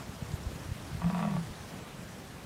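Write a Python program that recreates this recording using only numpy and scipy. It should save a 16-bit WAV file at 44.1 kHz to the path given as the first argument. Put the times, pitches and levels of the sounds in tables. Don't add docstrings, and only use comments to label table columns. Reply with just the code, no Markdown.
import sys
import numpy as np
from scipy import signal
from scipy.fft import rfft, irfft
from scipy.io import wavfile
from scipy.ndimage import uniform_filter1d

SR = 44100
rng = np.random.default_rng(int(sys.argv[2]) if len(sys.argv) > 2 else 0)


def generate_wav(sig):
    pcm = np.round(np.clip(np.atleast_2d(sig).T, -1, 1) * 32767).astype(np.int16)
    wavfile.write(sys.argv[1], SR, pcm)


def undo_db(level):
    steps = np.asarray(level, float) / 20
    return 10 ** steps


N = 108045


def evened(x):
    return x / np.sqrt(np.mean(x ** 2) + 1e-20)


def curve(table, column=1):
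    rows = np.array(table, float)
    return np.interp(np.arange(N) / SR, rows[:, 0], rows[:, column])


def add(mix, start_s, sound):
    part = mix[round(start_s * SR):][:len(sound)]
    part += sound[:len(part)]


def smoothed_twice(x, size):
    return uniform_filter1d(uniform_filter1d(x, size=size), size=size)


def high_pass(x, order, hz):
    return signal.sosfilt(signal.butter(order, hz, "high", fs=SR, output="sos"), x)


def resonate(x, hz, width_hz):
    turn = np.exp(2j * np.pi * np.cumsum(hz * np.ones(len(x))) / SR)
    r = np.exp(-np.pi * width_hz / SR)
    for _ in range(2):
        x = 2 * (turn * signal.lfilter([1 - r], [1, -r], x / turn)).real
    return x


def pressure_swing(hz, cycles, sag=0, tail=1):
    u = np.arange(-2 * SR // hz, 2 * SR // hz) * hz / SR
    envelope = np.exp(-(u / cycles / np.where(u > 0, tail, 1)) ** 2)
    return np.cos(2 * np.pi * (u - sag * u ** 2)) * envelope


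def electronic_whine():
    whine_hz, whine_db = 14993, -79
    return np.sqrt(2) * undo_db(whine_db) * np.sin(2 * np.pi * whine_hz * np.arange(N) / SR)


def wind_hiss():
    # f/Hz, level/dB per Hz
    wind_colour = [(20, -16.5), (80, -2), (170, 1), (300, -7), (900, -12), (3500, -21.5), (9000, -27.5),
                   (15700, -36.5)]
    # t/s, level/dB
    lull = [
        (0, 1),
        (1.6, 1.48),
        (1.9, 0),
        (2.45, -0.5),
    ]
    hiss_db, swell_db, patch_db, flicker_db = -45.5, .3, 1.2, .7
    frames, bin_hz = N // 128 + 6, np.fft.rfftfreq(512, 1 / SR)
    real, imag, patches = rng.standard_normal((frames, 257, 3)).T
    patches = uniform_filter1d(patches, size=8, axis=0)
    patches = evened(uniform_filter1d(patches, size=20, axis=1))
    slow, quick = rng.standard_normal((frames, 2)).T
    shared_db = swell_db * evened(uniform_filter1d(slow, size=60))
    shared_db = shared_db + flicker_db * evened(uniform_filter1d(quick, size=5))
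    treble_share = (bin_hz / (bin_hz + 1500))[:, None]
    spectra = (real + 1j * imag) * undo_db(patch_db * patches + shared_db * treble_share)
    white = signal.istft(spectra, nperseg=512, noverlap=384)[1][:N]
    colour_hz, colour_db = np.transpose(wind_colour)
    log_hz = np.log(np.fft.rfftfreq(N, 1 / SR) + 1)
    colour = undo_db(np.interp(log_hz, np.log(colour_hz), colour_db))
    return undo_db(hiss_db + curve(lull)) * evened(irfft(rfft(white) * colour, N))


def wind_buffets():
    # t/s, buffet level/dB
    breeze = [(0, -54), (.3, -49), (.55, -49), (.8, -54), (.95, -49), (1.2, -50), (1.45, -51), (1.7, -54),
              (1.9, -57), (2.45, -60)]
    buffets_per_s, spread_db = 140, 2
    strike = rng.random(N) < buffets_per_s / SR
    size = undo_db(spread_db * rng.exponential(1, N)) * rng.choice([-1, 1], N) * strike
    kind = rng.integers(0, 6, N)
    small = np.zeros(N)
    for k, hz in enumerate(np.geomspace(55, 150, num=6)):
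        small += signal.oaconvolve(size * (kind == k), pressure_swing(hz, cycles=0.88), "same")
    return undo_db(curve(breeze)) * evened(high_pass(small, 2, 68))


def gust_thumps():
    # centre t/s, f/Hz, peak level/dB, push +1 or pull -1
    thump_table = [(.096, 120, -33, 1), (.227, 140, -27, 1), (.311, 140, -33, 1), (.341, 125, -23.5, -1),
                   (.47, 75, -26, -1), (.533, 140, -35, 1), (.562, 140, -35, -1), (.618, 140, -37, -1),
                   (.66, 110, -37, 1), (.692, 125, -33, 1), (.7195, 95, -27, -1), (.9, 110, -36, 1),
                   (.933, 115, -31, 1), (.952, 135, -27, -1), (.974, 120, -35, 1), (.994, 95, -35, -1),
                   (1.048, 90, -30, 1), (1.36, 70, -40, 1), (1.505, 70, -38, -1), (1.995, 170, -39, 1),
                   (2.2, 190, -40, -1)]
    out = np.zeros(N)
    for centre_s, hz, db, push in thump_table:
        swing = pressure_swing(hz, cycles=0.57, sag=.26, tail=1.7)
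        add(out, centre_s - len(swing) / 2 / SR, np.sign(push) * undo_db(db) * swing)
    return out


def grass():
    # start t/s, length/s, centre f/Hz, width/centre, level/dB
    rustles = [(.19, .02, 9500, .3, -62), (.228, .05, 6000, .3, -63), (.317, .005, 6800, .35, -50),
               (.318, .003, 4000, .6, -53), (.318, .003, 10500, .3, -59), (.325, .045, 7200, .3, -57),
               (.357, .01, 3900, .1, -58), (.408, .012, 3500, .06, -58), (.43, .012, 5450, .08, -54),
               (.425, .02, 7800, .15, -62), (.63, .015, 5600, .15, -60), (1.53, .014, 3600, .05, -59),
               (1.556, .004, 3600, .6, -53), (1.74, .008, 3000, .3, -57), (2.193, .016, 4300, .04, -61),
               (2.387, .016, 3760, .04, -57)]
    out = np.zeros(N)
    for start_s, length_s, hz, share, db in rustles:
        noise = resonate(rng.standard_normal(4000), hz, share * hz)
        u = np.arange(4000) / SR / length_s
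        add(out, start_s, undo_db(db) * evened(noise) * np.minimum(u * 10, 1) * np.exp(-u ** 2))
    squeak_s, squeak_length_s, squeak_hz, squeak_db = .322, .07, 11902, -62
    n = round(squeak_length_s * SR)
    tone = np.sin(2 * np.pi * squeak_hz * np.arange(n) / SR)
    add(out, squeak_s, np.sqrt(2) * undo_db(squeak_db) * np.hanning(n) * tone)
    return out


def fold_motion():
    # t/s, rate/Hz
    folds = [(.98, 83.3), (1.05, 85.4), (1.11, 87.4), (1.15, 90), (1.19, 86), (1.23, 84.5), (1.29, 82),
             (1.35, 74.1), (1.39, 67.5), (1.425, 66.5), (1.48, 57)]
    first_slap_cycles = 1.2
    rate_hz = curve(folds)
    t = np.arange(N) / SR
    on = (t >= folds[0][0]) & (t < folds[-1][0])
    return rate_hz, np.cumsum(rate_hz * on) / SR - first_slap_cycles, on


def chest_boom(turns, on):
    # t/s, then level/dB on multiples 2, 7/3 and 5/2 of the slap rate
    chest = [(.99, -57, -65, -62), (1.03, -36, -56, -65), (1.06, -26.5, -50, -60), (1.085, -25.5, -44, -55),
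             (1.11, -38, -35, -42), (1.13, -40, -40, -48), (1.155, -29.5, -46, -48), (1.19, -33, -56, -48),
             (1.215, -34, -65, -36.5), (1.275, -36, -65, -32.5), (1.365, -35, -65, -34.5),
             (1.395, -48, -65, -32), (1.42, -50, -65, -35), (1.445, -43, -65, -44), (1.478, -50, -65, -52)]
    multiples = (2, 7 / 3, 5 / 2)
    chest_lag = (.02, .04, .08)
    rough_db = -15
    boom = np.zeros(N)
    for k, multiple in enumerate(multiples):
        tone = np.cos(2 * np.pi * multiple * (turns - chest_lag[k]))
        boom += np.sqrt(2) * undo_db(curve(chest, column=k + 1)) * tone
    wobble = evened(smoothed_twice(rng.standard_normal(N), 300))
    return on * boom * (1 + undo_db(rough_db) * wobble)


def fold_slaps(rate_hz, turns):
    # throat peak t/s, extra level/dB
    closures = [(1.019, 12), (1.033, -3), (1.044, 12), (1.069, 5), (1.079, 4), (1.09, -3), (1.101, 12.5),
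                (1.148, 10.5), (1.159, -1), (1.181, 3), (1.193, 3.5), (1.217, -3), (1.228, 4.5), (1.252, 0),
                (1.313, 2.5), (1.326, -4), (1.339, 4), (1.353, -2), (1.367, 13)]
    jitter_s, shimmer_db = .0004, 2
    ring_up_s = .0018
    at = np.flatnonzero(np.diff(np.floor(turns)) > 0)
    at = at + np.round(jitter_s * SR * rng.standard_normal(len(at))).astype(int)
    size_db = shimmer_db * rng.standard_normal(len(at))
    for peak_s, extra_db in closures:
        nearest = np.argmin(abs(at / SR - peak_s))
        at[nearest], size_db[nearest] = round((peak_s - ring_up_s) * SR), extra_db
    slaps = np.zeros(N)
    slaps[at] = -np.sqrt(SR / rate_hz[at]) * undo_db(size_db)
    return slaps


def breath_puffs(turns, on):
    turbulence_db, puff_cycles = -2.5, .6
    puffs = np.exp(-(turns % 1) / puff_cycles) * rng.standard_normal(N) * on
    return 2 * puffs * undo_db(turbulence_db)


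def throat_ring(drive, rate_hz, effort_db):
    # f/Hz, width/Hz, level/dB
    throat = [(458, 43, -7), (671, 153, 2.5), (952, 95, -0.5), (1149, 130, -4), (1348, 370, -15),
              (1870, 340, -15), (2525, 400, -18), (3390, 720, -25)]
    # t/s, level/dB
    lips = [
        (1, -2.5),
        (1.15, -2.5),
        (1.2, -0.5),
        (1.25, -1),
        (1.3, 1),
        (1.38, -1),
    ]
    lip_shares = (0, 1, -1, 0, 0, 0, 0, 0)
    follows, brighten = .2, .15
    sink = (rate_hz / 85) ** follows
    ring = np.zeros(N)
    for k, (hz, width_hz, db) in enumerate(throat):
        level_db = db + lip_shares[k] * curve(lips) + (hz > 1500) * brighten * effort_db
        ring += (-1) ** k * undo_db(level_db) * resonate(drive, hz * sink, width_hz)
    return high_pass(10 * ring, 4, 400)


def ground_echo(sound):
    echo_db, t60_s = -6, .12
    lag_s = np.arange(SR // 4) / SR
    tail = rng.standard_normal(len(lag_s)) * undo_db(-60 * lag_s / t60_s) * (lag_s > .003)
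    return undo_db(echo_db) * signal.fftconvolve(sound, tail / np.linalg.norm(tail))[:N]


def grunt():
    # t/s, level/dB
    effort = [
        (.98, -24),
        (1.01, -10),
        (1.12, -8),
        (1.16, -4),
        (1.2, 0),
        (1.25, 1),
        (1.29, -5.5),
        (1.35, -8.5),
        (1.41, -22),
    ]
    throat_db = -43.5
    rate_hz, turns, on = fold_motion()
    effort_db = curve(effort)
    source = fold_slaps(rate_hz, turns) + breath_puffs(turns, on)
    ring = throat_ring(undo_db(effort_db + throat_db) * source, rate_hz, effort_db)
    return chest_boom(turns, on) + ring + ground_echo(ring)


def scene():
    return (wind_hiss() + wind_buffets() + gust_thumps() + grass() + grunt())[None]


def top_cut(x):
    return signal.sosfilt(signal.butter(12, 15770, fs=SR, output="sos"), x)


def record(dry):
    edge_hz = 15850
    band = signal.firwin(511, edge_hz, window=("kaiser", 9), fs=SR)[None]
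    mix = signal.oaconvolve(dry + electronic_whine(), band, "same")
    return top_cut(mix)


dry = scene()
out = record(dry)
generate_wav(out)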